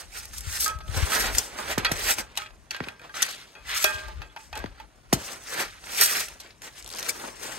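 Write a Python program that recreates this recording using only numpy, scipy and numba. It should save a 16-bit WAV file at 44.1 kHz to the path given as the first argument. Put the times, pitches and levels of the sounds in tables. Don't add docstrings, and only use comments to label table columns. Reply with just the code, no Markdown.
import sys
import numpy as np
from scipy import signal
from scipy.fft import rfft, irfft
from scipy.io import wavfile
from scipy.ndimage import uniform_filter1d
from numba import njit

SR = 44100
rng = np.random.default_rng(int(sys.argv[2]) if len(sys.argv) > 2 else 0)


def dump_mix(stems):
    frames = np.atleast_2d(stems).T
    limited = np.clip(frames, -1, 1)
    pcm = np.round(limited * 32767).astype(np.int16)
    wavfile.write(sys.argv[1], SR, pcm)


N = 334278

# centre in Hz, width in Hz, level in dB.
RUB_MID = [(1450, 595, 0), (2480, 1870, -2), (4460, 2140, -4.5)]
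# centre in Hz, width in Hz, level in dB.
RUB_HIGH = [(5520, 1650, -3), (7215, 1480, 4), (7930, 3180, 0.5), (12310, 2300, -6), (15050, 1000, -17.5)]
# pitch in Hz, level in dB, time to fall 60 dB when free, in seconds.
SHOVEL = [(393, -15, 1.5), (430, -9, .25), (619, -9, 1.8), (760, -10, .06), (826, -10, .2), (857, -15, 1.),
          (875, -8, .6), (1050, -16, 1.), (1206, -10, 1.1), (1287, -9, .42), (1400, -5, .25),
          (1599, -6, .6), (1803, -12, .4), (2482, -9, .35), (2536, -12, .45), (2580, -16, .4),
          (2900, -14, .15), (3321, -8, .35), (1863, -6, .2), (1938, -6, .16), (2320, -9, .1),
          (2640, -9, .12), (3838, -8, .08), (4540, -6, .1), (4840, -12, .11), (5890, -12, .08),
          (6717, -12, .08), (9320, -16, .06), (11430, -12, .06), (12090, -15, .06)]


def undb(db):
    return 10 ** (np.asarray(db) / 20)


def level(x, db):
    return x * undb(db) / np.sqrt(np.mean(x ** 2))


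def curves(table):
    s, *columns = np.transpose(table)
    return [np.interp(np.arange(N) / SR, s, c) for c in columns]


def add(out, s, sound):
    i = int(s * SR)
    out[i:i + len(sound)] += sound[:N - i]


def resonate(x, peaks):
    total = 0
    for k, (hz, width, db) in enumerate(peaks):
        band = signal.lfilter(*signal.iirpeak(hz, hz / width, SR), x)
        total = total + (-1) ** k * undb(db) * band
    return total


@njit
def svf(x, hz, q):
    y, b, l = np.empty(len(x)), 0., 0.
    for i in range(len(x)):
        g = np.tan(np.pi * hz[i] / SR)
        v = (b + g * (x[i] - l)) / (1 + g * (g + 1 / q))
        b, l, y[i] = 2 * v - b, l + 2 * g * v, v / q
    return y


def walk(rate):
    k = int(SR / rate)
    held = np.repeat(rng.standard_normal(N // k + 1), k)
    return 1.64 * uniform_filter1d(uniform_filter1d(held, k), k)[:N]


def grit(spread_db, flicker_db):
    size = np.minimum(rng.exponential(size=N), 5)
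    flicker = np.clip(walk(90), -2, 2)
    return rng.standard_normal(N) * undb(spread_db * size + flicker_db * flicker)


def wind():
    # time in seconds, level in dB.
    rumble = [(0.0, -52), (0.23, -51), (0.31, -42), (0.8, -41.5), (1.03, -28), (1.09, -44.5), (1.38, -38.5),
              (1.48, -58), (1.8, -42), (2.05, -42.5), (2.33, -59.5), (2.9, -60), (3.1, -68), (3.57, -66.5),
              (3.63, -49), (3.95, -56), (4.2, -43.5), (4.27, -57), (4.49, -60), (4.58, -42.5), (4.7, -45),
              (4.75, -63), (4.93, -61), (5.12, -52), (5.3, -60.5), (5.7, -57.5), (6.4, -59.5),
              (7.58, -59.5)]
    # start in seconds, slope at the start in dB, pitch in Hz.
    puff_rows = [(0.468, -17, 80), (0.751, -21, 77.6), (0.888, -13.5, 87), (0.966, -7.5, 83.3),
                 (1.023, -5, 79), (3.947, -25, 79.6)]

    def air_noise():
        noise = resonate(rng.standard_normal(N), [(50.0, 28.5, 0)])
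        return level(resonate(noise, [(53.0, 50, 0)]), 0)

    common, own = air_noise(), air_noise()
    gust = undb(curves(rumble)[0] + 2 * walk(11))
    puffs, t = np.zeros(N), np.arange(SR // 8) / SR
    for s, db, hz in puff_rows:
        swing = np.sin(2 * np.pi * hz * (t + 0.0018 * (1 - np.exp(-t / 0.003))))
        add(puffs, s, undb(db) * t / 0.0094 * np.exp(-t / 0.0074) * swing)
    late_puffs = np.roll(puffs, 90)
    right = undb(-10) * (gust * (0.75 * common + .9 * own) + late_puffs)
    return undb(4.0) * np.array([gust * common + puffs, right])


def air():
    # frequency in Hz, relative density in dB.
    spectrum = [(59, -39), (100, 5.5), (200, -1), (337, -3), (620, -23.5), (7200, -28.5), (10500, -19.5),
                (12400, -50), (15000, -58)]
    hz, db = np.transpose(spectrum)
    shape = np.interp(np.log(np.arange(1, N // 2 + 2) * SR / N), np.log(hz), db)
    return level(irfft(rfft(rng.standard_normal(N)) * undb(shape), N), -65.5)


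def thuds():
    # start in seconds, level in dB, pitch in Hz that the sag starts from, 60 dB fall in seconds.
    blows = [(1.776, -11.5, 107, 0.054), (1.913, -16.5, 107, 0.063), (2.804, -17, 111, 0.046),
             (2.87, -33, 106, 0.055), (4.6398, -17.5, 108, 0.042), (5.127, -4.5, 124, 0.053)]
    sag_s = 0.083
    tail_db, tail_t60_s = -18.5, 0.18
    out, t = np.zeros(N), np.arange(SR // 5) / SR
    for s, db, hz, t60 in blows:
        pitch_hz = hz * np.exp(-t / sag_s) + 500 * np.exp(-t / 0.00455) + 1500 * np.exp(-t / 0.00129)
        tone = np.sin(2 * np.pi * np.cumsum(pitch_hz) / SR)
        blow = undb(-60 * t / t60) * (1 - np.exp(-t / 0.0031)) * tone
        shudder = resonate(rng.standard_normal(len(t)), [(70, 94, 2.0), (255, 220, 2.4)])
        tail = level(shudder, tail_db) * undb(-60 * t / tail_t60_s) * (1 - np.exp(-t / 0.015))
        add(out, s, undb(db) * (blow + tail))
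    return out


def ratchet():
    # start in seconds, level in dB.
    jumps = [(6.8255, -44), (6.996, -33), (7.006, -35), (7.0454, -39)]
    run_s, teeth, run_db, shy_db = 6.845, 11, -37.5, -6
    gap_s, extra_gap_s, settle_teeth = .0113, .0058, 2.0
    out, start = np.zeros(N), np.exp(-np.arange(teeth) / settle_teeth)
    gaps = gap_s * (1 + 0.027 * rng.standard_normal(teeth)) + extra_gap_s * start
    run = zip(run_s + np.cumsum(gaps) - gaps, run_db + shy_db * start)
    for s, db in [*jumps, *run]:
        add(out, s, level(rng.standard_normal(200) * np.exp(-np.arange(200) / 16), db))
    return 1.66 * resonate(out, [(4200, 2600, 1.0), (6030, 1400, 5.0), (9100, 2900, -2.0)])


def ticks():
    # start in seconds, level in dB (raised 3 dB below), pitch in Hz, 60 dB fall in seconds.
    contacts = [(1.383, -5, 7000, .006), (1.3837, -7, 7250, .004), (1.3494, -26, 5030, 0.0071),
                (2.184, -26, 2520, 0.0092), (2.3738, -18.5, 3830, .012), (2.7076, -26.5, 2690, 0.026),
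                (2.7078, -29, 4500, 0.029), (2.708, -28, 6000, 0.016), (2.7135, -28, 2660, .015),
                (2.8095, -29, 2000, 0.0072), (2.803, -22, 1300, .008), (2.8047, -15, 1820, 0.0056),
                (2.8848, -28.5, 2480, 0.011), (3.2267, -3.5, 6360, 0.0044), (3.2267, -12, 3460, 0.0065),
                (3.8416, -12, 6560, 0.0069), (3.8417, -13.5, 12000, 0.0095), (3.844, -18, 1870, 0.007),
                (4.299, -54, 3400, .07), (4.6405, -26.5, 1650, 0.0078), (4.66, -29, 1720, 0.0092),
                (4.66, -37.5, 4000, 0.0073), (5.126, -15, 1900, 0.0058), (6.0133, -4, 11900, .003)]
    out, t = np.zeros(N), np.arange(SR // 10) / SR
    for (s, db, hz, t60), turn in zip(contacts, rng.uniform(0, 2 * np.pi, len(contacts))):
        envelope = undb(db + 3 - 60 * t / max(t60, .002)) * (1 - np.exp(-t * hz))
        add(out, s, envelope * np.sin(2 * np.pi * hz * t + turn))
    return out


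def cracks(table):
    spike, spike_s = 0.28, 0.00028
    out, t = np.zeros(N), np.arange(SR // 4) / SR
    broad = resonate(grit(2.0, 2.9), RUB_MID + [(750, 200, 0.0)])
    bright = resonate(grit(6.8, 3.5), RUB_HIGH)
    for s, db, treble_db, t60, hz in table:
        i = min(int(s * SR), N - len(t))
        cut = broad[i:i + len(t)]
        bands = np.array([cut + 2.0 * resonate(cut, [(hz, 0.33 * hz, 0)]), bright[i:i + len(t)]])
        body, treble = bands / bands[:, :SR // 300].std(axis=1, keepdims=True)
        burst = undb(-6.0) * body + undb(treble_db) * treble
        attack = (1 - np.exp(-t / 0.00053)) * (1 + spike * np.exp(-t / spike_s))
        add(out, s, burst * undb(db - 60 * t / max(t60, .005)) * attack)
    return out


def snaps():
    # start in seconds, crack in dB, treble share in dB, 60 dB fall in seconds, body in Hz.
    snap_rows = [(0.2528, -40.5, 11, 0.02, 1270), (0.332, -41, -1.5, 0.13, 1490),
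                 (0.3815, -43.5, 15.5, 0.035, 3960), (0.4074, -44, 15.5, 0.016, 2310),
                 (0.4374, -51, 1, 0.039, 3320), (0.598, -31, 0, 0.042, 4350),
                 (0.6425, -33.5, 16, 0.027, 3500), (0.679, -27, 12, 0.012, 3500),
                 (0.787, -37.5, -3.5, 0.015, 3000), (0.807, -38, -22, 0.057, 620),
                 (0.878, -36.5, -12, 0.034, 3500), (1.1584, -17, -29, 0.038, 1300),
                 (1.3494, -17, -5.5, 0.024, 1620), (1.3826, -26.5, 15, 0.036, 3310),
                 (1.7789, -17, -6.5, 0.067, 1750), (1.915, -16.5, -9.5, 0.055, 1660),
                 (2.339, -49, -7, 0.0057, 1580), (2.354, -31, -14, 0.019, 2500),
                 (2.365, -29, -8, 0.015, 4500), (2.4598, -34.5, -39, 0.068, 2600),
                 (2.506, -37, -34, 0.02, 800), (2.803, -18.5, -45, 0.012, 1520),
                 (2.8095, -34, -33, 0.016, 1870), (2.868, -36, -23, 0.017, 1560),
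                 (3.141, -30, -23, 0.27, 1380), (3.2204, -18.5, 3, 0.032, 1490),
                 (3.2499, -34, 0, 0.02, 5500), (3.263, -33, 4, 0.02, 5000), (3.287, -28.5, -11, 0.12, 4960),
                 (3.308, -34, -6, 0.02, 4500), (4.6399, -26, -18, 0.013, 1830),
                 (4.7805, -45, -23, 0.035, 1630), (5.128, -10, -5.5, 0.055, 603),
                 (5.204, -41, -26, 0.065, 545), (5.8384, -30.5, -19, 0.031, 1720),
                 (5.8691, -28, -20, 0.024, 1860), (5.8814, -38, -16, 0.032, 2430),
                 (6.284, -26.5, -3.5, 0.014, 2200), (6.399, -36.5, -7, 0.071, 4290),
                 (6.506, -34, -33, 0.021, 4230), (6.6189, -33, -7, 0.057, 1570),
                 (6.9852, -27, -1, 0.049, 2630), (7.0274, -23, -4.5, 0.028, 4630),
                 (7.087, -28, 2.5, 0.052, 5200), (7.1794, -46, -10, 0.031, 1490),
                 (7.1965, -28, -15, 0.026, 1380)]
    return cracks(snap_rows)


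def clanks():
    # start in seconds, crack in dB, its treble share in dB, ring in dB, most excited pitch in Hz,
    # boost there in dB, share of the blade modes in dB, freedom from the grip (0 held, 1 free, or longer).
    contact_rows = [ (0.66, -29, 9, -34.5, 1287, 21.5, -6, 0.76),
                    (0.6605, -37, -20, -41, 1600, 17, -8, 0.15), (0.711, -31, -20, -42, 1600, 8, 2, 0.19),
                    (0.8037, -42, -16, -53, 1287, 19, -9, 1.5), (1.1186, -17, -8, -32, 1287, 12.5, -20, 1),
                    (1.587, -23.5, -30, -34.5, 1630, 12, 9.5, 0.12),
                    (1.8475, -10, -15, -21, 1910, 7, -27, 0.44), (1.851, -11.5, -33, -42, 3838, 11, -14, 0),
                    (1.8584, -17, -30, -38.5, 4540, 25, -17, 0.6),
                    (1.865, -12, -34, -43, 1930, 24, -18, 0.6), (2.1836, -18, -9, -34, 850, 13, -18, 0.38),
                    (2.373, -16, -5, -44, 2900, 22, -13, 0.5), (2.376, -29, -22, -40.5, 860, 21, -4, 0.23),
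                    (2.381, -32, -25, -41, 1318, 15, -4.5, 0.6),
                    (2.4171, -27, -26, -47.5, 2330, 19, -17, 1), (2.42, -43, -26, -49, 1287, 15, -7, 0.53),
                    (2.7083, -25.5, -3, -42, 2690, 24, -8, 0.4), (2.712, -27, -25, -47, 2660, 8, -6, 0.6),
                    (2.746, -20.5, -32, -45, 1610, 11, -6, 0.66), (2.764, -25, -15, -47, 1940, 18, -8, 0.3),
                    (2.81, -38, -25, -56, 1900, 16, -11, 0.5), (2.8377, -26.5, -25, -56, 1900, 12, -7, 0.4),
                    (2.842, -36, -25, -50, 2700, 16, -12, 0.6),
                    (2.8848, -22.5, -17.5, -46, 1900, 8, -11, 0.68),
                    (2.9948, -47, -25, -45.5, 2440, 12, -13, 0.16),
                    (3.016, -42, -25, -49, 1350, 20, -8, 0.5), (3.0943, -50, -28, -46, 1600, 11, 2, 0.23),
                    (3.226, -17.5, 6.5, -43, 1896, 22, -18, 0.72),
                    (3.5518, -42, -31, -46.5, 2480, 9, -3, 0.53),
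                    (3.8412, -13.5, 4, -26, 2520, 11.5, -3, 0.86), (3.8435, -7.5, -28, -27, 800, 17, 15, 0),
                    (3.847, -38, -20, -32, 1600, 12, -10, 0.97), (3.88, -40, -25, -45, 872, 17, 2, 0.7),
                    (4.082, -32, -9, -48, 870, 3.5, 12, 0.35), (4.2179, -28, -31, -39, 830, 12, -2, 0.14),
                    (4.223, -44, -32, -49.5, 2670, 20.5, -3, 0.8),
                    (4.3625, -28.5, -40, -36.5, 854, 17.5, -4.5, 0.16),
                    (4.371, -30, -31, -53, 2540, 18, -1, 0.38), (4.5284, -25, -33, -35, 861, 16.5, -6, 0.2),
                    (4.531, -40, -33, -46, 2580, 18, -14, 0.55),
                    (4.5537, -27, -10, -47, 2580, 17, -14, 0.47), (4.557, -36, -25, -45, 1600, 9, -13, 0.3),
                    (4.574, -23.5, -7.5, -44, 1600, 16, -8, 0.15), (4.59, -35, -3, -49, 2650, 13, -8, 0.35),
                    (4.601, -41, -22, -45, 1600, 14, -2, 0.15), (4.609, -45, -22, -56, 1600, 3, -4, 0.65),
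                    (4.659, -27.5, -25, -44, 1640, 4, 6, 0.11),
                    (4.7998, -37, -28, -38.5, 876, 21.5, -13, 0.14),
                    (6.011, -21, 13, -30, 1890, 19.5, -19, 0.5),
                    (6.0196, -10, -13, -34.5, 4540, 23.5, -18, 1),
                    (7.093, -52, 0, -42.5, 2320, 31.5, -24.5, 0.33)]
    shake_db, shake_rad, shake_s = 3.5, 0.8, 0.04
    settle, settle_s = 0.0012, 0.012
    grip_s = 0.24
    out = cracks([(*row[:3], 0.023, row[4]) for row in contact_rows])
    t = np.arange(SR // 2) / SR
    hz, mode_db, ring_t60 = np.transpose(SHOVEL)[:, :, None]
    on_blade = hz < 1250
    grip_db_per_s = np.where(hz < 700, 500, 120)
    spread = np.array([1, np.pi])[:, None, None]
    chance = rng.standard_normal((len(contact_rows), 2, len(SHOVEL), 1)) * spread
    tremor, steps = walk(60), np.arange(len(t))
    starts = rng.integers(0, N - len(t), chance.shape)
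    for row, (size, turn), start in zip(contact_rows, chance, starts):
        s, _, _, ring_db, spot_hz, boost_db, blade_db, free = row
        reach_db = boost_db * np.exp(-(np.log2(hz / spot_hz) / .06) ** 2) + blade_db * on_blade
        held_t60 = ring_t60 * np.maximum(free ** np.where(hz < 700, 2, 1), .04)
        fade_db = -60 * t / held_t60 - grip_db_per_s * np.maximum(t - grip_s, 0)
        loose = min(free, 1)
        shake = tremor[start[0] + steps] * np.minimum(t / shake_s, 1)
        fade_db = fade_db + shake_db * (1 - 0.71 * loose) * shake
        turn = turn + shake_rad * (2.5 - 2.4 * loose) * tremor[start[1] + steps]
        turn = turn + settle * hz * np.exp(-t / settle_s)
        gain = undb(ring_db + mode_db + reach_db + 1.5 * size + fade_db)
        build_up = 1 - np.exp(-t * hz / 1.2)
        add(out, s, (build_up * gain * np.sin(2 * np.pi * hz * t + turn)).sum(axis=0))
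    return out


def strokes():
    # full strength at seconds, swell rate in 1/s, hold in seconds,
    # fade rate in 1/s, level in dB, low, high and shovel-metal shares in dB, centre of the hollow in Hz.
    stroke_rows = [ (0.0, 40, 0.0061, 30, -43, -8, -0.5, 1.5, 1920),
                   (0.156, 36, 0.0089, 14.5, -41.5, -14, 3.5, 8, 2280),
                   (.37, 19, 0.022, 39, -50, -10, 8, 3, 2300),
                   (.53, 16.4, 0.044, 43, -37, -15, 2.5, -3, 1830),
                   (.602, 100, 0.046, 38, -40.5, -23, 13, -12, 3470),
                   (.665, 33, 0.03, 24.5, -39, -5.5, -8, -7, 1330),
                   (0.971, 27, 0.029, 8.1, -32.5, -4.5, -2, -17, 1750),
                   (1.139, 16.5, 0.072, 19, -30, -5, 0.5, 8.5, 1620),
                   (1.245, 36, 0.027, 28, -31, -2.5, -10, 6, 1600),
                   (1.37, 18, 0.0038, 15.4, -36.5, 0.5, 4, -8, 2600),
                   (1.603, 13, 0.032, 15, -40.5, 1, -2.5, -12, 1700),
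                   (1.709, 41, 0.0095, 53, -28.5, -3.5, -5.5, 6.5, 2010),
                   (1.794, 170, .005, 14, -44, 8, -9, -8, 1940),
                   (1.856, 28, 0.091, 5.6, -38.5, -1.5, -38, -20, 1790),
                   (2.101, 12.9, 0.019, 61, -26.5, -10.5, 1, 4, 2470),
                   (2.19, 57, 0.0067, 61, -32, -1.5, -0.5, -12, 2000),
                   (2.378, 92, 0.0091, 28, -36, -22, -11, -16, 2900),
                   (2.721, 130, 0.027, 21, -41.5, -19, -15, -15, 2370),
                   (2.868, 20, .005, 24, -44.5, -0.5, -13, -17, 1760),
                   (3.045, 42, .005, 23, -49.5, 2, -21, 1, 1550),
                   (3.17, 70, 0.044, 9.6, -32.5, -13.5, -8, -0.5, 2370),
                   (3.31, 30, .02, 14.5, -44, -27, -5, -7, 5000),
                   (3.56, 45, .005, 10, -63, 9, -24, -6, 1890),
                   (3.69, 47, 0.042, 31, -31, -43, -11.5, -1, 1840),
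                   (3.77, 33, 0.065, 16.7, -30.5, -31, 0, -3, 2460),
                   (3.868, 46, .005, 6.7, -37, -8.5, -13, -10, 1505),
                   (3.95, 20, 0.021, 9.5, -43, -20, -14, -20, 3940),
                   (4.22, 31, .005, 45, -57, 9, -29, -12, 1600),
                   (4.392, 80, 0.054, 17, -56, -13, 1.5, -28, 1750),
                   (4.57, 43, 0.008, 17, -43, 1.5, -25, -6, 1810),
                   (4.805, 28, .005, 40, -48, -7, -21, -5, 1710),
                   (5.132, 170, 0.014, 38, -48.5, 8.5, 10, -11, 1686),
                   (5.21, 21.4, 0.13, 26, -42, -2, -0.5, -16, 2260),
                   (5.53, 90, .004, 60, -39, -2, -10, 7, 1150),
                   (5.506, 19, 0.055, 27, -40, -19, -1.5, -9, 1950),
                   (5.6, 17, 0.017, 34, -29, -4.5, -4.5, 4, 1770),
                   (5.68, 46, .005, 8.8, -45.5, -13, -6.5, -11, 1660),
                   (5.9, 20, 0.065, 23, -43, -2.5, -0.5, -5, 2380),
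                   (5.99, 20.6, 0.041, 40, -30, -19, 2.5, 5, 2500),
                   (6.022, 78, .005, 19.5, -26, -9.5, 6.5, 0, 2340),
                   (6.101, 26, 0.049, 21, -33, -11.5, 2, 4, 1710),
                   (6.165, 25, 0.047, 28, -33, -11.5, 1.5, 6, 2260),
                   (6.31, 28, .01, 16, -48.5, -5, -0.5, -10, 2120),
                   (6.45, 18, 0.027, 26, -49.5, -6, -12, -2, 2430),
                   (6.64, 76, 0.038, 70, -45, -3.5, -2.5, 5, 1850),
                   (6.79, 15, .01, 50, -48, -10, 0, -19, 2610),
                   (6.87, 40, .12, 34, -54.5, -18, -11, -20, 4300),
                   (6.97, 11.4, 0.13, 16, -45.5, 0, -2, -20, 2410),
                   (7.089, 24, 0.014, 85, -36, -19, 1, -15, 2380),
                   (7.22, 20, 0.039, 28, -53.5, 8, 0, -15, 900),
                   (7.15, 15, 0.13, 17, -48, 4.5, 3, -10, 1710),
                   (7.43, 20, 0.17, 23, -41.5, -1.5, -0.5, -16, 1900)]
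    # level in dB, the same three shares in dB, hollow in Hz.
    faint_stir = (-70, 8, 1, 0.5, 2006.5)
    t = np.arange(0, N + 64, 64) / SR
    rows = np.transpose([*stroke_rows, (0, 0, 0, 0, *faint_stir)])[:, :, None]
    s, swell, hold, fade, db, low_db, high_db, metal_db, hz = rows
    envelope = np.exp(-swell * np.maximum(s - t, 0) - fade * np.maximum(t - s - hold, 0))
    power = (undb(db) * envelope) ** 2
    gains = [np.sqrt(np.sum(power * undb(share) ** 2, axis=0)) for share in (0, low_db, high_db, metal_db)]
    hollow_hz = np.sum(power * hz, axis=0) / power.sum(axis=0)
    return [np.interp(np.arange(N) / SR, t, c) for c in (*gains, hollow_hz)]


def crumbs(hollow_hz):
    per_s, spread_db = 260, 2
    size = undb(spread_db * np.minimum(rng.exponential(size=N), 3)) * rng.choice([-1., 1.], N)
    pops = size * (rng.random(N) < per_s / SR)
    hollow = svf(pops, hollow_hz * undb(2.0 * walk(60)), 2.7)
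    return level(hollow + 0.35 * resonate(pops, RUB_MID), -8.5)


def rubbing():
    # centre in Hz, width in Hz, level in dB.
    low_peaks = [(565, 830, 28), (187, 840, -21.5)]
    mid_gain, low_gain, high_gain, metal_gain, hollow_hz = strokes()
    low = level(resonate(resonate(grit(1.73, 1.9), [(542, 6500, 0)]), low_peaks), 0)
    mid = resonate(resonate(grit(2.9, 2.2), [(2340, 13000, 0)]), RUB_MID)
    mid = level(mid + 1.6 * svf(mid, hollow_hz, 0.47), -2.8)
    fine = resonate(grit(3.85, 1.76), [(7400, 9900, 0)])
    whole, top = resonate(fine, RUB_HIGH), resonate(fine, [(12170, 2400, -2.5)])
    brightness = (high_gain / undb(-35.5)) ** 0.3
    high = (whole + top * brightness) / whole.std()
    held = [(hz, 3.4 / t60 + 12, mode_db) for hz, mode_db, t60 in SHOVEL]
    metal = resonate(grit(1.46, 0.92) * metal_gain, held) * undb(7.0)
    scoop = level(svf(svf(grit(4.1, 3.5), hollow_hz, 2.7), hollow_hz, 2.7), -12.5)
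    metal = metal + metal_gain * scoop
    return mid_gain * (mid + crumbs(hollow_hz)) + low_gain * low + high_gain * high + metal


def ports(x):
    # frequency in Hz, lead of the right port in radians, left minus right in dB,
    # likeness of the ports from 0 to 1 (raised to a power below).
    port_rows = [(0, 0, 1, .97), (170, .2, 1.5, .93), (400, .7, -1, .75), (700, 1.1, -2.5, .65),
                 (1200, 1.2, -5.5, .7), (2200, .75, -1, .65), (4300, .6, -2, .55), (5600, 3., 0, .25),
                 (6370, 5.7, 2, .45), (7600, 9.4, 3, .2), (9470, 15.9, -5, .45), (10500, 16, -3.5, .7),
                 (12060, 18.85, 0, .97), (13600, 21.9, 0, .93), (15680, 25.1, 0, .93)]
    hop, size = 2048, 8192
    hz, *columns = np.transpose(port_rows)
    bins = np.arange(size // 2 + 1)
    lead, pan_db, alike = (np.interp(bins * SR / size, hz, c) for c in columns)
    alike, side = np.clip(alike, 0, 1) ** 1.4, np.array([[1], [-1]])
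    same, apart = np.sqrt((1 + alike) / 2), np.sqrt((1 - alike) / 2)
    t = np.arange(hop // 2) / SR
    centred = np.exp(-1j * np.pi * bins * hop / size)
    x, out = np.pad(x, (hop, 2 * hop)), np.zeros((2, N + 3 * hop + size))
    for i in range(0, N + hop, hop):
        echo = level(rng.standard_normal(len(t)) * undb(-60 * t / 0.031), 0)
        scatter = rfft(echo / np.sqrt(len(t)), size)
        gain = (same + side * apart * scatter) * undb(side * pan_db / 2 + 1.5)
        piece = rfft(x[i:i + 2 * hop] * signal.windows.hann(2 * hop, sym=False), size)
        out[:, i:i + size] += irfft(piece * centred * gain * np.exp(-.5j * side * lead), size)
    return out[:, hop + hop // 2:][:, :N]


def scene():
    # time in seconds, left minus right in dB.
    hands = [(0, -1), (1, 1), (1.7, 0), (2.5, 1.5), (3.5, 2), (4.2, 2.5), (5, 2), (6, 0.5), (6.7, 2.5),
             (7.58, 4.5)]
    camper = ports(rubbing() + clanks() + snaps() + thuds() + ticks() + ratchet() + air())
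    return camper * undb(curves(hands)[0] * np.array([[.5], [-.5]])) + wind()


def record(dry):
    top_hz = 15700
    dry = signal.sosfilt(signal.butter(2, 35, "high", fs=SR, output="sos"), dry)
    return signal.sosfilt(signal.ellip(8, .2, 70, top_hz, fs=SR, output="sos"), np.tanh(dry))


dry = scene()
out = record(dry)
dump_mix(out)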